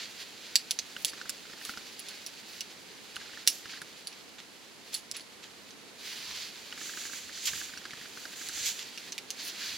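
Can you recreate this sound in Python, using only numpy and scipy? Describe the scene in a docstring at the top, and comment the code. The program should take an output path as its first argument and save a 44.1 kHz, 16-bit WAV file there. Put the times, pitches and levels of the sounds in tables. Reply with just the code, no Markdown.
"""On a snowy ledge, a belayer handles a belay device and carabiners, then pulls rope through gloved hands.
Metal knocks, rings and scrapes; sleeves swish and the rope's sheath hisses with countless tiny slips.
Close by, a head camera's lens motor ticks against its case and passing arms puff air at the microphone.
A light wind keeps up a soft rush around the crag."""
import sys
import numpy as np
from scipy import signal
from scipy.fft import rfft, irfft, next_fast_len
from scipy.io import wavfile

SR = 44100
rng = np.random.default_rng(int(sys.argv[2]) if len(sys.argv) > 2 else 0)


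def transcribe(signal):
    """Save signal, clipped to [-1, 1], as a 16-bit WAV file at the path in sys.argv[1]."""
    frames = np.atleast_2d(signal).T
    limited = np.clip(frames, -1, 1)
    pcm = np.round(limited * 32767).astype(np.int16)
    wavfile.write(sys.argv[1], SR, pcm)


N = 430857
TIME = np.arange(N) / SR
LEFT_RIGHT = np.array([[1], [-1]])


def undb(db):
    return 10 ** (np.asarray(db) / 20)


def unit(x):
    return x / np.sqrt(np.mean(x ** 2))


def fade(t, t60):
    """Exponential decay that starts at t = 0."""
    return undb(-60 * np.maximum(t, 0) / t60) * (t >= 0)


def add(out, start_s, x):
    """Mix a short sound in at its cue."""
    i = max(int(start_s * SR), 0)
    out[..., i:i + x.shape[-1]] += x[..., :N - i]


def colour(x, curve):
    """Minimum-phase EQ through points of freq_hz, gain_db."""
    n = x.shape[-1]
    size = 2 * next_fast_len(n // 2 + 512)
    hz, db = np.transpose(curve)
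    f = np.maximum(np.fft.rfftfreq(size, 1 / SR), 1)
    cepstrum = irfft(np.log(undb(np.interp(np.log(f), np.log(hz), db))))
    cepstrum[1:size // 2] *= 2
    cepstrum[size // 2 + 1:] = 0
    return irfft(rfft(x, size) * np.exp(rfft(cepstrum)))[..., :n]


def wander(rate_hz):
    """Random drift with a spread near 1."""
    knots = rng.standard_normal(int(N / SR * rate_hz) + 2)
    return np.interp(TIME * rate_hz, np.arange(len(knots)), knots)


# Stereo width of close sounds: freq_hz, side_minus_mid_db
WIDTH = [(300, -39), (2000, -13), (4000, -12.5), (6500, -4), (8300, 1), (10000, -5.5), (15000, -5.5)]


def stereo(pair):
    """Two unrelated signals become the mid and side of a close sound."""
    trim = [(hz, -10 * np.log10(1 + undb(db) ** 2)) for hz, db in WIDTH]
    return colour(pair[0] + LEFT_RIGHT * colour(pair[1], WIDTH), trim)


def friction(slips_per_s, scatter_db, hiss_db):
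    """Countless tiny slips of unequal size over a smooth hiss."""
    slipping = rng.random(N) < slips_per_s / SR
    sizes = undb(scatter_db * np.minimum(rng.exponential(size=N), 4))
    crackle = unit(slipping * sizes * rng.standard_normal((2, N)))
    return stereo(crackle + undb(hiss_db) * rng.standard_normal((2, N)))


# Ringing modes of the hardware: pitch_hz, level_db, t60_s
METAL_MODES = [(1980, -7.5, 0.02), (2850, 3, .08), (3600, -19, 0.097), (3600, 4, 0.049),
               (4550, -10.5, 0.062), (4830, -8, .08), (5210, -12, 0.2), (5280, -6, 0.074),
               (5900, -4, 0.079), (6320, -7.5, 0.15), (6400, -28, .08), (7800, 6, 0.077), (7320, 5, 0.055),
               (9760, -3.5, 0.066), (10100, -21, .07), (10300, -22, 0.091), (13700, -10, .07),
               (14700, -8, .08)]
# Tone of a metal contact: freq_hz, gain_db
CONTACT_EQ = [(200, -31), (1100, -23), (2100, -7.5), (3000, -2.5), (4500, 2), (6500, -1), (7800, -3.5),
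              (8700, -5.5), (10200, 1.5), (12000, -9), (14700, -7), (16000, -15)]


def metal_click(treble_db, chatter_db, contact, echo_s=0.0051, width_hz=380):
    """A hard contact, a brief chatter, the hand-damped ring, and the echo off chest and arms."""
    low_hz, low_db, high_hz, high_db, ring_db = contact
    t = np.arange(SR // 4) / SR
    chatter = undb(chatter_db - 18) * fade(t, 0.017)
    echo = undb(chatter_db - 24) * fade(t - echo_s, 0.027)
    tail = undb(ring_db - 38) * fade(t, 0.17)
    hit = (chatter + echo + tail) * stereo(rng.standard_normal((2, len(t))))
    hit[:, 0] += 1  # the contact itself
    for hz, db, t60 in METAL_MODES:
        # the grip changes from blow to blow, and with it the pitch of each mode
        tuned_hz = hz * (1 + 0.0034 * rng.standard_normal())
        phase = 2 * np.pi * rng.random() + 0.57 * rng.standard_normal((2, 1))
        hit += undb(ring_db + db - 42) * fade(t, t60) * np.sin(2 * np.pi * tuned_hz * t + phase)
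    f = np.geomspace(200, 16000, 300)
    curve_hz, curve_db = np.transpose(CONTACT_EQ)
    eq_db = np.interp(np.log(f), np.log(curve_hz), curve_db)
    eq_db += treble_db * np.clip(np.log2(f / 5000), 0, 1)
    # the struck part adds two broad, quickly damped resonances of its own
    for hz, db in (low_hz, low_db), (high_hz, high_db):
        eq_db += 10 * np.log10(1 + (undb(db) ** 2 - 1) / (1 + (2 * (f - hz) / width_hz) ** 2))
    hit = colour(hit, list(zip(f, eq_db)))
    return hit / np.sqrt(np.mean(hit[:, :SR // 300] ** 2))  # the transient sets the level


# The ways the metal parts meet: low_hz, low_db, high_hz, high_db, ring_db
CLANK, CLACK = (4600, 12, 7650, 6.5, 2.5), (3300, 4.1, 10400, 5.1, 2.4)
CLINK, TINK = (4430, 17.5, 10150, 13, 7), (4100, 2.5, 9900, 10.2, 3)
SNAP, CHINK = (5580, 9.5, 10500, 4.1, 1.8), (5300, 8.5, 7500, 9, -5.5)
TAP, KNOCK, THUD = (4200, 3.2, 6300, 11, 1), (2550, 12.6, 5700, 12.3, 1), (2180, 14, 3400, 4.5, 2)
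# Metal-on-metal hits: start_s, level_db, treble_db, chatter_db, contact
METAL_HITS = [(0.5564, -14, -3, -0.5, CLANK), (0.7091, -22, -5, 0, CLACK), (0.7894, -25, -14.5, 2, TAP),
              (1.048, -20, 0.5, -4.5, CLACK), (1.0665, -40, -4, 0, CLANK), (1.082, -36, -4, -3, CLANK),
              (1.0948, -38, 0, 2, CLINK), (1.2947, -27.5, 1.5, 3, CHINK), (1.6513, -34, -3, -10, TINK),
              (1.994, -38, 5, 9, TINK), (2.0858, -38.5, -8, -2, TINK), (2.264, -34, 1.5, 7, SNAP),
              (2.6075, -30, -6, 0, KNOCK), (3.159, -38, -7.5, 5, TINK), (3.4686, -35, -7, -10, SNAP),
              (3.4754, -12, -1, -6, SNAP), (3.479, -23.5, 18, -15, SNAP), (3.4986, -33, 2, 6, SNAP),
              (3.8176, -42, -2, -2, TINK), (4.0719, -32, 0, 0, CLINK), (4.129, -47, -21, 1, KNOCK),
              (4.9425, -28, 8, -6, CLINK), (4.949, -31, 5, -6, CLINK), (5.114, -30.5, -2.5, -1, CHINK),
              (5.1613, -40, -8, 1, KNOCK), (5.167, -36.5, 8, -7, CLINK), (5.207, -44, -3, 2, CLINK),
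              (5.7076, -46.5, -12, -2, TAP), (7.7758, -40, -3, 12, KNOCK), (7.908, -39.5, -14, 0, THUD),
              (8.488, -34, -3, -8.5, TAP), (8.976, -36.5, -11, 15, KNOCK), (9.122, -34, -11, 5, TAP),
              (9.18, -32, -5.5, 2, THUD), (9.3046, -29.5, -4.5, -1, TAP)]


def hardware(pan_right_db=1):
    """Carabiners and belay device knock together, just right of centre."""
    out = np.zeros((2, N))
    for start_s, db, treble_db, chatter_db, contact in METAL_HITS:
        gain = undb(db - LEFT_RIGHT * pan_right_db / 2)
        add(out, start_s, gain * metal_click(treble_db, chatter_db, contact))
    return out


# Short, gritty scrapes: start_s, length_s, level_db, tilt_db_per_octave
SCRAPES = [(1.019, 0.021, -46, 12), (1.07, 0.053, -40, 1), (1.684, 0.035, -49, 6), (3.503, 0.16, -43.5, 8),
           (4.38, 0.054, -44.5, -4), (4.922, 0.1, -38, 3), (5.136, 0.094, -41, -2.5),
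           (5.422, 0.077, -47, -3.5), (7.451, 0.05, -30, 6), (7.468, 0.052, -28.5, 0),
           (8.652, 0.086, -28.5, 4), (8.78, 0.11, -39.5, 0.5)]
# Tone of a scrape: freq_hz, gain_db
SCRAPE_EQ = [(400, -35), (1200, -10), (2200, -1.5), (3400, 3), (4600, 0.5), (5800, -1.5), (7200, -0.5),
             (8700, -14), (10100, -14), (11500, -15.5), (13000, -13.5), (15500, -28)]


def scrapes(rise_share=0.12):
    """Short, gritty scrapes of metal, rope and cloth that bite quickly and run out."""
    out = np.zeros((2, N))
    grit = friction(slips_per_s=990, scatter_db=6, hiss_db=4)
    for start_s, length_s, db, tilt_db in SCRAPES:
        progress = np.linspace(0, 1, int(length_s * SR))
        envelope = np.minimum(progress / rise_share, ((1 - progress) / (1 - rise_share)) ** 1.35)
        eq = [(hz, gain_db + tilt_db * np.log2(hz)) for hz, gain_db in SCRAPE_EQ]
        i = int(start_s * SR)
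        scrape = unit(colour(grit[:, i:i + len(progress)], eq))
        add(out, start_s, undb(db) * envelope * scrape)
    return out


def stroke_power(strokes, mix_db):
    """Each stroke speeds up, holds and slows: power envelopes for cloth, sheath, fizz and rasp."""
    power = np.zeros((4, N))
    for full_s, attack, hold, release, db, fizz_db, rasp_db in strokes:
        span = slice(*np.searchsorted(TIME, (full_s - 2 * attack, full_s + hold + 2 * release)))
        t = TIME[span] - full_s
        off_peak = np.maximum(-t, 0) / attack + np.maximum(t - hold, 0) / release
        gains = undb(db + np.add(mix_db, (0, 0, fizz_db, rasp_db)))
        power[:, span] += np.outer(gains, np.exp(-off_peak ** 2)) ** 2
    return power


# Four fabric textures, each: freq_hz, gain_db
CLOTH_EQ = [(300, -43), (700, -16.5), (1150, -12), (1600, -2.5), (2500, 0.5), (3600, 1), (4600, 3),
            (5400, -3), (7000, -14.5), (9000, -17.5), (16000, -43)]
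SHEATH_EQ = [(1000, -43), (3000, -4.5), (5200, -11), (6000, 2.5), (6900, 4), (7700, 1), (8500, -13),
             (11000, -24), (16000, -31)]
FIZZ_EQ = [(4000, -37), (8000, -4), (9200, -3), (10200, 1.5), (11500, -5.5), (13000, -1.5), (15500, -6)]
RASP_EQ = [(1500, -40), (3000, -9.5), (4400, -1.5), (5100, -4), (6400, -6), (8000, -21), (16000, -53)]
# Fader ride for the jacket, which never quite rests: time_s, level_db
JACKET_RUSTLE = [(0, -51), (1.0, -52), (2.2, -50.5), (2.75, -53.5), (4.0, -53), (4.4, -57.5), (5.95, -57),
                 (6.55, -49), (8.0, -50), (9.08, -49), (9.19, -56), (9.29, -55.5), (9.38, -46),
                 (9.77, -43.5)]
# Sleeve and glove passes: full_speed_s, attack_s, hold_s, release_s, level_db, fizz_db, rasp_db
SLEEVE_SWISHES = [(0.0, .02, 0.035, 0.036, -43, -8, -14), (0.21, 0.05, .01, .03, -47.5, -1, -10),
                  (0.45, 0.051, 0.027, 0.076, -52, -3, -6), (1.0, 0.036, .02, .03, -54.5, 10, -6),
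                  (1.18, .02, .02, 0.018, -51, -3, -9), (1.65, .05, .03, 0.062, -49, 7, -5),
                  (1.88, 0.06, 0.025, 0.034, -52.5, 2, 0), (2.09, 0.043, 0.031, 0.058, -49, -3, -14),
                  (2.51, 0.032, .03, 0.053, -55.5, 8, 1), (3.22, 0.11, 0.19, 0.057, -52, -10, -20),
                  (3.71, 0.023, 0.021, 0.065, -46, -7, -8), (4.88, 0.028, 0.076, 0.037, -56, 3, -6),
                  (6.09, 0.078, 0.094, 0.062, -44.5, 1.5, -5), (6.28, 0.06, 0.14, 0.073, -44.5, 1, 0),
                  (9.41, 0.022, .08, .03, -51.5, 0, 7.5), (9.46, 0.034, 0.015, 0.022, -52, 18.5, 0),
                  (9.65, 0.066, .02, 0.077, -41, 1.5, 0)]
# Rope runs through the glove: full_speed_s, attack_s, hold_s, release_s, level_db, fizz_db, rasp_db
ROPE_PULLS = [(6.84, 0.06, 0.27, 0.17, -43, 1.5, -10), (7.37, .04, .08, 0.037, -48, 1, 4),
              (7.5, 0.088, 0.049, 0.14, -40, 3, -12), (8.2, 0.16, .12, .04, -54.5, 7, -10),
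              (8.362, .006, 0.37, .08, -44.5, 3, -11), (8.67, 0.13, 0.012, 0.046, -36.5, -1, -5)]


def rope_and_sleeves(catch_db=1.4):
    """Sleeves swish, gloves rasp and the woven sheath hisses through them, catching unevenly."""
    rustle = undb(np.interp(TIME, *np.transpose(JACKET_RUSTLE)))
    # each motion has its own blend: cloth_db, sheath_db, fizz_db, rasp_db
    powers = np.outer(undb((0, -5.5, -9.5, -10.5)), rustle) ** 2
    powers += stroke_power(SLEEVE_SWISHES, mix_db=(0.5, -8, -9.5, 1))
    powers += stroke_power(ROPE_PULLS, mix_db=(-4.5, 0, -10, -0.5))
    flutter_db = catch_db * wander(rate_hz=45)
    textures = (CLOTH_EQ, 0.68), (SHEATH_EQ, -2), (FIZZ_EQ, -1), (RASP_EQ, -1)
    out = np.zeros((2, N))
    for power, (eq, trim_db) in zip(powers, textures):
        fibres = unit(colour(friction(slips_per_s=4000, scatter_db=0.5, hiss_db=1), eq))
        out += fibres * np.sqrt(power) * undb(trim_db + flutter_db)
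    return out


def swell(peak_s, half_length_s, db):
    """Bell-shaped envelope."""
    return undb(db) * np.exp(-((TIME - peak_s) / half_length_s) ** 2)


# Grips on the taut rope: peak_s, half_length_s, resonance_hz, level_db
GLOVE_CHAFES = [(4.135, 0.015, 2380, -49.5), (6.32, 0.079, 1020, -55.5), (9.653, 0.059, 1600, -48)]


def glove_chafes(band_ratio=1.13):
    """The gripping glove sticks and slips, and the rope answers with a low rasp."""
    out = np.zeros((2, N))
    slips = friction(slips_per_s=380, scatter_db=-6, hiss_db=-10)
    for peak_s, half_length_s, hz, db in GLOVE_CHAFES:
        eq = [(hz / 2, -30), (hz / band_ratio, -9), (hz, 0), (hz * band_ratio, -5),
              (hz * 2, -18), (16000, -50)]
        out += unit(colour(slips, eq)) * swell(peak_s, half_length_s, db)
    return out


# Jolts as the lens motor wakes: start_s, level_db
LENS_JOLTS = [(0.9648, -30.5), (3.1651, -30.5), (6.725, -32)]
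# Runs of ticks: start_s, end_s, level_db, half_step_offset_db, first_pitch_hz, last_pitch_hz
LENS_RUNS = [(1.12, 1.31, -32.5, -5, 1570, 1650), (1.44, 1.67, -35.5, -3, 1580, 1740),
             (1.68, 1.79, -28.5, -6.5, 1370, 1410), (3.2, 3.39, -36.5, -4, 1720, 1680),
             (3.64, 3.83, -38.5, 4, 1670, 1710), (6.76, 7.15, -31.5, -5.5, 1780, 1460),
             (7.28, 7.39, -39, -7, 1650, 1600), (7.52, 7.63, -29, -12, 1780, 1700),
             (7.68, 7.83, -35.5, -1.5, 1550, 1800), (7.84, 8.07, -31, -9, 1840, 1680),
             (8.16, 8.59, -34, -14, 1460, 1790)]


def lens_steps(step_s=0.04, half_lag_s=0.003, jolt_hz=1460, scatter_db=2, detune_share=0.047):
    """Jolts, then full and half steps on a steady clock: start_s, level_db, pitch_hz, overtone_db."""
    steps = [(s, db, jolt_hz, 8) for s, db in LENS_JOLTS]
    for k, s in enumerate(np.arange(0.0132, N / SR, step_s)):
        size, detune = rng.standard_normal(2)
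        half = k % 2
        for start_s, end_s, db, half_db, first_hz, last_hz in LENS_RUNS:
            if start_s <= s <= end_s:
                hz = np.interp(s, (start_s, end_s), (first_hz, last_hz)) * (1 + detune_share * detune)
                step_db = db + half * half_db + scatter_db * size
                steps.append((s + half * half_lag_s, step_db, hz, -6.5))
    return steps


def lens_motor(t60_s=0.012, overtone_hz=2950, case_hz=280, gain_db=5):
    """Each step of the lens motor gives the camera case a short, gritty, hollow knock."""
    out, t = np.zeros(N), np.arange(SR // 15) / SR
    attack = 1 - np.exp(-t / 0.001)
    grit_eq = [(600, -14.5), (1100, -12.5), (1350, 2.5), (1850, -1), (2500, -12.5),
               (5000, -6), (12000, -35)]
    for start_s, db, hz, overtone_db in lens_steps():
        grit = undb(-10) * fade(t, 0.038) * unit(colour(rng.standard_normal(len(t)), grit_eq))
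        overtone = undb(overtone_db) * fade(t, 2 * t60_s) * np.sin(2 * np.pi * overtone_hz * t)
        tick = fade(t, t60_s) * (np.sin(2 * np.pi * hz * t) + overtone)
        knock_hz = case_hz * (1 + 0.23 * rng.standard_normal())
        knock = undb(-20) * fade(t, 0.042) * np.sin(2 * np.pi * knock_hz * t)
        add(out, start_s, undb(db + gain_db) * attack * (tick + knock + grit))
    return out


# Soft buffets of air: peak_s, half_length_s, level_db
AIR_PUFFS = [(6.33, 0.078, -64), (7.28, .05, -63), (7.556, 0.088, -57), (7.78, .06, -68), (8.6, 0.12, -61),
             (9.745, 0.071, -63)]
# Their bass-heavy tone: freq_hz, gain_db
PUFF_EQ = [(20, -20), (45, -9), (75, 4), (130, -5), (300, -9), (1000, -35), (4000, -70)]


def air_puffs():
    """Arms sweep past, and their eddies rumble on each microphone port separately."""
    envelope = sum(swell(*puff) for puff in AIR_PUFFS)
    return envelope * unit(colour(rng.standard_normal((2, N)), PUFF_EQ))


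# Tone of the wind bed: freq_hz, gain_db
WIND_EQ = [(25, -33), (60, -18.5), (100, -12), (150, -9.5), (200, -3.5), (330, -3.5), (450, -3.5),
           (600, -8), (1100, -9.5), (2000, -8), (4300, -11.5), (5200, -14), (12000, -20.5), (16000, -47)]


def wind(gain_db=-52.5, gust_db=0.5, treble_db=-5):
    """Light wind around the crag: a wide, soft rush that barely rises and falls."""
    mid, side = unit(colour(rng.standard_normal((2, N)), WIND_EQ))
    side = colour(side, [(120, -1), (300, -1.5), (650, -8), (2500, 1), (7000, 1.5)])
    rush = colour(mid + LEFT_RIGHT * side, [(900, 0), (2500, treble_db)])
    return rush * undb(gain_db - gust_db * wander(rate_hz=1.97))


def scene():
    """Metal and rope up front; lens ticks, puffs and wind behind."""
    belayer = hardware() + scrapes() + rope_and_sleeves() + glove_chafes()
    return belayer + lens_motor() + air_puffs() + wind()


# Balance of the two microphone ports: freq_hz, left_minus_right_db
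PORT_BALANCE = [(100, -0.6), (700, -1), (2400, -3), (4400, -1.5), (8100, -5.5), (11000, -2), (15000, 1)]


def record(dry):
    """The image leans a little right; peaks clip at full scale and a steep low-pass cuts the top."""
    left = colour(dry[0], [(hz, db / 2) for hz, db in PORT_BALANCE])
    right = colour(dry[1], [(hz, -db / 2) for hz, db in PORT_BALANCE])
    low_pass = signal.ellip(10, 0.2, 70, 15900, fs=SR, output="sos")
    return signal.sosfilt(low_pass, np.clip([left, right], -1, 1))


dry = scene()
out = record(dry)
transcribe(out)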